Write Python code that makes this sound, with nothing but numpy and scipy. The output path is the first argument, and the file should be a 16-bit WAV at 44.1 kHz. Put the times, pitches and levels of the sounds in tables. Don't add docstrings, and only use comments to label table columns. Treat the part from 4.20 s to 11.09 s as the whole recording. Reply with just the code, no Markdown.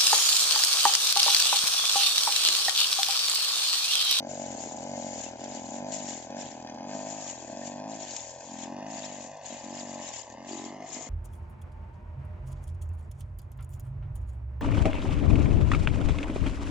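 import sys
import numpy as np
from scipy import signal
from scipy.io import wavfile
from scipy.ndimage import uniform_filter1d

SR = 44100
rng = np.random.default_rng(int(sys.argv[2]) if len(sys.argv) > 2 else 0)


def store_wav(level_fs):
    pcm = np.round(np.clip(np.atleast_2d(level_fs), -1, 1) * 32767)
    wavfile.write(sys.argv[1], SR, pcm.T.astype(np.int16))


N = 303849

# (time [s], speed [cycles per s])
ENGINE_SPEED = [(0.0, 44.19), (0.09, 47.78), (0.24, 46.84), (0.57, 40.52), (0.68, 48.1), (0.94, 46.14),
                (1.03, 41.91), (1.16, 43.2), (1.33, 49.94), (1.42, 40.5), (1.51, 46.17), (1.75, 51.78),
                (1.88, 47.2), (1.99, 40.71), (2.21, 49.88), (2.3, 38.45), (2.41, 42.08), (2.54, 39.96),
                (2.73, 51.66), (2.84, 50.05), (2.93, 53.55), (3.02, 51.0), (3.15, 40.82), (3.28, 47.1),
                (3.56, 48.2), (3.72, 55.03), (3.96, 44.09), (4.12, 42.6), (4.27, 45.6), (4.38, 42.8),
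                (4.46, 43.33), (4.57, 48.82), (4.72, 54.24), (4.8, 51.06), (5.01, 47.06), (5.14, 51.51),
                (5.47, 45.59), (5.56, 48.28), (5.82, 46.43), (5.91, 41.31), (6.16, 42.56), (6.25, 48.12),
                (6.45, 45.19), (6.54, 50.42), (6.65, 52.02), (6.89, 48.1)]
# (time [s], boom level [dB], bark level [dB])
EXHAUST_LEVELS = [(0.0, -39.5, -43), (0.11, -45, -40), (0.21, -40.5, -40.5), (0.48, -45, -47),
                  (0.77, -38, -39), (1.19, -48, -48), (1.23, -42, -43.5), (1.46, -41, -47),
                  (1.63, -39, -40), (1.92, -41.5, -46.5), (2.03, -51, -49), (2.15, -39.5, -40),
                  (2.32, -47, -49), (2.59, -42, -45.5), (2.76, -38, -41.5), (3.22, -53.5, -47),
                  (3.34, -43, -41), (3.68, -40.5, -43.5), (4.01, -56.5, -48.5), (4.18, -70.5, -46.5),
                  (4.32, -43, -49.5), (4.55, -41, -42.5), (5.05, -48, -43.5), (5.2, -70.5, -47),
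                  (5.33, -43.5, -41.5), (5.39, -60, -47), (5.45, -43.5, -44), (5.78, -44.5, -41),
                  (6.06, -69, -48), (6.1, -53.5, -44), (6.37, -44, -45.5), (6.64, -48.5, -39.5),
                  (6.68, -67, -45.5), (6.77, -44, -40), (6.85, -64, -40.5), (6.89, -38.5, -42)]
# (time [s], ground echo delay [ms], left lag [samples], casing level [dB], fins level [dB])
WALKING_AWAY = [(0, 1.3, -5.5, -51.5, -52.5), (1, 1.31, -6, -48, -48.5), (1.7, 1.27, -5.5, -50, -52.5),
                (2.5, 1.26, -4, -47.5, -48.5), (3.4, 1.19, -3.5, -49.5, -51.5),
                (4.2, 1.233, -2.5, -49.5, -49), (4.6, 1.13, 3, -49.5, -55.5), (5.2, 1.145, 2, -50, -53.5),
                (6.15, 1.075, 3, -50, -55.5), (6.89, 0.91, 1.5, -51.5, -59)]


def amp(db):
    return 10 ** (np.asarray(db) / 20)


def rms_one(x, size=0):
    if size:
        power = uniform_filter1d(uniform_filter1d(x ** 2, size), size)
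    else:
        power = np.mean(x ** 2)
    return x / np.sqrt(power + 1e-20)


def in_time(rows):
    s, *columns = np.transpose(rows)
    return [np.interp(np.arange(N) / SR, s, c) for c in columns]


def resonate(x, modes):
    out = 0
    for k, (hz, width_hz, db) in enumerate(modes):
        r = np.exp(-np.pi * width_hz / SR)
        a = [1, -2 * r * np.cos(2 * np.pi * hz / SR), r * r]
        b = [(1 - r * r) / 2, 0, (r * r - 1) / 2]
        out = out + (-1) ** k * amp(db) * signal.lfilter(b, a, x + 1e-18)
    return out


def butter(x, order, hz, kind="low"):
    return signal.sosfilt(signal.butter(order, hz, kind, fs=SR, output="sos"), x)


def band(x, low_hz, high_hz):
    return butter(x, 2, [low_hz, high_hz], "band")


def delayed(x, samples):
    return np.interp(np.arange(N) - samples, np.arange(N), x)


def flicker(hz):
    return rms_one(butter(rng.standard_normal((2, N)), 2, hz))


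def cycles(size):
    # (last firing before it [s], size: above 0 holds the beat back, below 0 hurries it)
    stumbles = [(0.355, 1), (0.411, 1), (0.467, -1), (0.552, -1), (0.803, .42), (0.938, .48), (1.008, 1.37),
                (1.165, 1.4), (1.328, 1), (1.495, 1), (2.078, 1), (2.257, -1), (2.319, -1), (2.552, -1),
                (3.254, 1), (3.306, 1), (3.964, 1), (4.016, 1), (4.759, .6), (5.048, .45), (5.073, .2),
                (5.273, 1.3), (5.418, 1), (5.968, 1), (6.049, 1), (6.151, 1), (6.726, 1)]
    late_cycles, early_cycles = .43, .45
    late_after_s, early_after_s = .014, .003
    inertia_s, first_cycle = .05, .28
    lost = np.zeros(N)
    for s, way in stumbles:
        after_s, shift = (late_after_s, late_cycles) if way > 0 else (early_after_s, early_cycles)
        lost[round((s + after_s) * SR):] += way * shift
    span = round(inertia_s * SR)
    speed = uniform_filter1d(in_time(ENGINE_SPEED)[0], span, mode="nearest")
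    speed = uniform_filter1d(speed, span, mode="nearest")
    return np.cumsum(speed) / SR - first_cycle - uniform_filter1d(lost, size)


def pulses(count, spread_db, jitter_ms, lead_ms):
    step = np.diff(count)
    at = np.flatnonzero((np.diff(np.floor(count)) > 0) & (step < .1))
    draw = rng.standard_normal((400, 2))[:len(at)]
    moved = at + (draw[:, 0] * jitter_ms - lead_ms) * SR / 1000
    clicks = np.zeros(N)
    clicks[np.clip(moved.astype(int), 0, N - 1)] = amp(draw[:, 1] * spread_db)
    return clicks


def gas_noise(exhaust, unfired):
    gust = signal.lfilter([1], [1, -np.exp(-1 / (.007 * SR))], exhaust + .8 * unfired)
    return gust * rng.standard_normal(N)


def boom_and_growl(exhaust, gas):
    # (frequency [Hz], width [Hz], level [dB])
    boom_modes = [(226, 66.8, 7.5), (293, 181, 2)]
    # (frequency [Hz], width [Hz], level [dB])
    growl_modes = [(342.3, 198, 0)]
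    # (time [s], level [dB])
    growl_db = [(0, -38.5), (.25, -42.5), (.36, -38), (.9, -45), (1.1, -39), (1.8, -43), (1.9, -40.5),
                (2.1, -43.5), (3.8, -44), (4.1, -55.5), (4.5, -41), (5.2, -67), (5.5, -44), (6.15, -61),
                (6.33, -37), (6.5, -42), (6.68, -54), (6.8, -44.5), (6.89, -54)]
    boom_lead_ms = 2.69
    early = delayed(exhaust, -boom_lead_ms * SR / 1000)
    boom = resonate(resonate(early + .008 * gas, boom_modes), [(270, 300, 0)])
    growl = resonate(resonate(exhaust + 0.02 * gas, growl_modes), growl_modes)
    boom = amp(in_time(EXHAUST_LEVELS)[0]) * rms_one(boom, size=3000)
    return boom + amp(in_time(growl_db)[0]) * rms_one(growl)


def bark_and_puff(exhaust, unfired, gas):
    # (frequency [Hz], width [Hz], level [dB])
    ring_modes = [(525, 98, 9), (701, 95, -1.5)]
    # (frequency [Hz], width [Hz], level [dB])
    crack_modes = [(685, 380, 0), (1045, 280, -1.5)]
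    # (frequency [Hz], width [Hz], level [dB])
    puff_modes = [(857, 690, 0), (1026, 150, -9.5)]
    # (time [s], level [dB])
    puff_db = [(0.0, -54), (0.53, -44), (1.17, -49), (1.54, -45.5), (1.92, -48.5), (1.96, -53.5),
               (2.22, -46), (2.3, -51), (2.4, -47.5), (2.8, -43.5), (3.2, -50.5), (3.57, -48.5),
               (3.67, -42), (3.78, -51), (3.82, -44.5), (3.89, -51), (3.95, -46), (4.11, -51), (4.49, -46),
               (5.22, -48.5), (5.66, -48.5), (5.76, -45), (6.04, -50.5), (6.47, -48), (6.81, -49.5),
               (6.89, -49)]
    # (time [s], level [dB])
    edge_db = [(0.0, -93), (0.15, -75), (0.31, -75), (0.34, -72), (0.96, -75), (1.0, -67), (1.25, -89.5),
               (1.34, -69), (1.44, -87), (1.92, -65), (2.09, -90), (2.24, -72), (2.28, -82), (2.76, -62.5),
               (2.88, -71), (3.07, -60), (3.18, -81.5), (3.61, -80), (3.65, -69), (3.93, -74), (3.97, -68),
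               (4.18, -93), (4.22, -83), (4.45, -66), (4.51, -84), (4.57, -67), (4.89, -65), (5.14, -88),
               (5.31, -71), (5.74, -66), (6.12, -87), (6.33, -69), (6.83, -67), (6.89, -68)]
    ring_lead_ms = 1.51
    brightens_db = 1.68
    crack_db = -11
    return_ms, return_gain = 1.15, .5
    boom_db, bark_db = in_time(EXHAUST_LEVELS)
    unburnt = .026 * np.clip((bark_db - boom_db) / 10, 0, 1)

    opening = delayed(exhaust, -ring_lead_ms * SR / 1000) + (.01 + unburnt) * gas
    brightens = amp(brightens_db * (in_time(ENGINE_SPEED)[0] - 45.5))
    ring = rms_one(resonate(opening, ring_modes[:1]) - brightens * resonate(opening, ring_modes[1:]))
    blast = exhaust + return_gain * delayed(exhaust, return_ms * SR / 1000)
    crack_gain = amp(np.clip(boom_db - bark_db + crack_db, -30, 8))
    crack = crack_gain * rms_one(resonate(blast, crack_modes))
    bark = amp(bark_db) * rms_one(ring + crack, size=3000)

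    puff = rms_one(resonate(unfired + (.018 + unburnt) * gas, puff_modes), size=3000)
    mids = band(bark + amp(in_time(puff_db)[0]) * puff, 362, 1017)
    edge = rms_one(butter(mids, 4, [1095, 1320], "band"), size=3000)
    return butter(mids, 16, 1145), amp(in_time(edge_db)[0]) * edge


def casing_rattle(count, unfired):
    # (frequency [Hz], width [Hz], level [dB])
    casing_modes = [(1560, 320, -6.5), (1817, 25, 3), (2050, 180, -3), (2204, 58, -8.5), (2467, 48, -7),
                    (3000, 270, -10)]
    # (frequency [Hz], width [Hz], level [dB])
    fin_modes = [(3280, 11, -13), (3420, 400, -16), (4800, 720, -12), (6280, 110, -11), (6600, 33, -18)]
    follows = 0.63
    knocks = pulses(count, 2.5, 0.11, 2.3) + 0.57 * unfired
    shaking = signal.lfilter([1], [1, -np.exp(-1 / (.006 * SR))], knocks)
    shake = (0.095 + shaking) * rng.standard_normal(N) + 5.2 * knocks
    casing_db, fins_db = in_time(WALKING_AWAY)[2:]
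    rattle = amp(casing_db) * rms_one(resonate(shake, casing_modes))
    rattle = rattle + amp(fins_db) * rms_one(resonate(shake, fin_modes))
    bark_db = in_time(EXHAUST_LEVELS)[1]
    return butter(rattle, 12, 1480, "high") * amp(follows * (bark_db + 30.5))


def low_orders():
    # (multiple of the cycle rate, level [dB])
    hum_tones = [(1, -75.5), (2, -66), (3, -60.5)]
    fade_db_per_s = 0.87
    turning = cycles(size=8000)
    bark_db = in_time(EXHAUST_LEVELS)[1]
    hum = sum(amp(db + .5 * (bark_db + 49.0)) * np.cos(2 * np.pi * k * turning) for k, db in hum_tones)
    return hum * amp(1.9 * flicker(15)[0] + 3.0 - fade_db_per_s * np.arange(N) / SR)


def engine():
    unfired_after = .57
    count = cycles(size=1)
    exhaust = pulses(count, 1.2, .07, 2.3)
    unfired = pulses(count - unfired_after, 1.4, .1, 2.5)
    gas = gas_noise(exhaust, unfired)
    mids, edge = bark_and_puff(exhaust, unfired, gas)
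    echoed = boom_and_growl(exhaust, gas) + mids + casing_rattle(count, unfired)
    return echoed, low_orders() + edge


def swell(start, end, start_db, end_db, rise, fall):
    t = np.arange(0, N, 40) / SR
    db = np.interp(t, [start, end + 1e-4], [start_db, end_db])
    db = db - rise * np.maximum(start - t, 0) - fall * np.maximum(t - end, 0)
    return amp(2 * db)


def shredding_db():
    # (bite [s], leaving [s], level at the bite [dB], level on leaving [dB])
    sweeps = [(0.099, 0.522, -45.5, -48), (0.566, 1.054, -52, -44), (1.194, 1.58, -51, -48.5),
              (1.736, 2.016, -47, -44.5), (2.198, 2.432, -43.5, -59.5), (2.698, 3.112, -53, -41),
              (3.15, 3.506, -49.5, -56), (3.709, 4.113, -47.5, -47.5), (4.19, 4.435, -52.5, -44.5),
              (4.707, 5.027, -46, -52), (5.262, 5.51, -43.5, -52), (5.54, 6.02, -49.5, -47),
              (6.288, 6.475, -45, -48), (6.672, 6.86, -49.5, -45)]
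    # (time [s], level [dB])
    clumps = [(.23, -73), (.42, -42.5), (.82, -45), (1.021, -43.5), (1.35, -45), (1.744, -38.5),
              (1.9, -39.5), (2.549, -72), (2.879, -42.5), (3.1, -55), (3.469, -43.5), (3.82, -44),
              (3.949, -42.5), (4.0, -43.5), (4.43, -63), (4.779, -51), (4.852, -42), (4.926, -43.5),
              (5.03, -44), (5.601, -43.5), (5.868, -41.5), (5.97, -46.5), (6.74, -40.5)]
    power = sum(swell(*row, rise=394.5, fall=223.5) for row in sweeps)
    power = power + sum(swell(s, s, db, db, rise=252, fall=159) for s, db in clumps)
    return np.interp(np.arange(N), np.arange(0, N, 40), 10 * np.log10(power + 1e-10))


def stem_pings():
    pings_per_s, ring_cycles = 300, 73
    born = (rng.random((2, N)) < pings_per_s / SR) * rng.standard_normal((2, N))
    dealt = rng.integers(0, 14, (2, N))
    pitches = np.geomspace(1700, 5600, 14)
    rings = [resonate(born * (dealt == k), [(hz, hz / ring_cycles, 0)]) for k, hz in enumerate(pitches)]
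    return rms_one(sum(rings))


def sharp_ticks():
    # (time [s], level before filtering and a 12 dB cut [dB], time to fade by 60 dB [s])
    ticks = [(.45, -42, .05), (0.522, -38, .04), (0.587, -39, 0.067), (1.241, -31, 0.064),
             (1.721, -26.5, 0.33), (1.888, -27, 0.063), (2.105, -40, 0.03), (2.193, -40, 0.071),
             (2.288, -48, .04), (2.316, -39, 0.034), (2.425, -42, 0.034), (2.544, -45, 0.051),
             (2.703, -42, .05), (2.748, -34.5, 0.58), (3.428, -39, 0.065), (3.9087, -27.5, 0.21),
             (3.96, -36.5, .01), (3.965, -19, 0.047), (4.15, -38, 0.028), (4.309, -47, 0.055),
             (4.845, -34, 0.049), (5.17, -42, 0.055), (6.1, -39, 0.096), (6.122, -40.5, 0.15),
             (6.273, -41, 0.18), (6.69, -45, .06), (6.719, -36, 0.052)]
    out = np.zeros((2, N))
    t = np.arange(6000) / SR
    for s, db, t60 in ticks:
        i = round(s * SR)
        fading = amp(-60 * t / max(t60, .005)) + 1.2 * amp(-60 * t / .006)
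        burst = rng.standard_normal((2, 6000)) * fading
        burst[:, 0] = 11
        tick = band(burst + 0.32 * burst[::-1], 3100, 14000) * amp(db - 12.0)
        out[:, i:i + 6000] += tick[:, :N - i]
    return out


def blade():
    # (time [s], level [dB])
    rustle_swing_db = [(0, -3.5), (.35, -1), (.5, -2.5), (.85, -3.5), (1.0, -1.5), (1.15, 4), (1.5, -1.5),
                       (1.85, -1), (2.1, 0.5), (2.3, 3), (2.7, -1), (3.05, -2), (3.45, -0.5), (3.7, 0),
                       (3.95, 0.5), (4.2, -7), (4.45, 3.5), (4.7, 1), (4.9, 3), (5.1, -4), (5.35, 3),
                       (5.7, 0.5), (5.85, 2), (6.0, 0.5), (6.3, 2.5), (6.6, 2.5), (6.89, -1.5)]
    rustle_db, rustle_follows = -52.5, 1
    soften_s = 0.03
    shred_db = shredding_db() - 0.02 * flicker(5.1)[0] + 1 * flicker(13.7)[0]
    sizes = amp(2.1 * np.minimum(rng.exponential(1, (2, N)), 5)) * rng.standard_normal((2, N))
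    hits = sizes * amp(2.0 * flicker(56) + 1.0 * flicker(170))
    shred = rms_one(band(hits + 0.13 * hits[::-1], 4980, 12330))
    rustle = rms_one(band(band(hits + 0.23 * hits[::-1], 1300, 5960), 920, 9000)) + stem_pings()
    rustle = butter(rustle, 4, 1400, "high") * amp(in_time(rustle_swing_db)[0])
    softened_db = uniform_filter1d(np.maximum(shred_db, -75), round(soften_s * SR))
    rustle = amp(rustle_db + rustle_follows * (softened_db + 43.5)) * rustle
    return amp(shred_db) * shred + rustle + sharp_ticks()


def ground_bounce(direct):
    grass_hz = 4700
    echo_ms = in_time(WALKING_AWAY)[0]
    late = delayed(direct, echo_ms * SR / 1000 - 2)
    return signal.lfilter(*signal.butter(1, grass_hz, fs=SR), late)


def trees(x):
    out = np.zeros((2, N))
    for k, s in enumerate(rng.uniform(.004, .09, 40)):
        lag = round(s * SR)
        out[k % 2, lag:] += rng.normal() * amp(-60 * s / .3) * x[:-lag]
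    return out


def quiet_air():
    noise = rng.standard_normal(N) + 0.28 * rng.standard_normal((2, N))
    return amp(-71) * rms_one(band(noise, 45, 230))


def scene():
    echo_share, trees_db = 0.74, -15
    left_lag = in_time(WALKING_AWAY)[1]
    direct, unechoed = engine()
    near = 0.79 * (direct + echo_share * ground_bounce(direct)) + unechoed
    ears = np.array([amp(1.5) * delayed(near, 8 + left_lag), amp(0.5) * delayed(near, 8)])
    return ears + amp(trees_db) * trees(band(near, 300, 9000)) + blade() + quiet_air()


def record(dry):
    # (frequency [Hz], width [Hz], level [dB], roll-off [Hz])
    mic_ports = [(6823, 540, 15.5, 7920), (7310, 690, 1.5, 8970)]
    cutoff_hz = 8330
    out = [butter(x + resonate(x, [port]), 4, top_hz) for x, (*port, top_hz) in zip(dry, mic_ports)]
    for order in (14, 24):
        out = signal.sosfilt(signal.cheby2(order, 50, cutoff_hz, fs=SR, output="sos"), out)
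    return out


dry = scene()
out = record(dry)
store_wav(out)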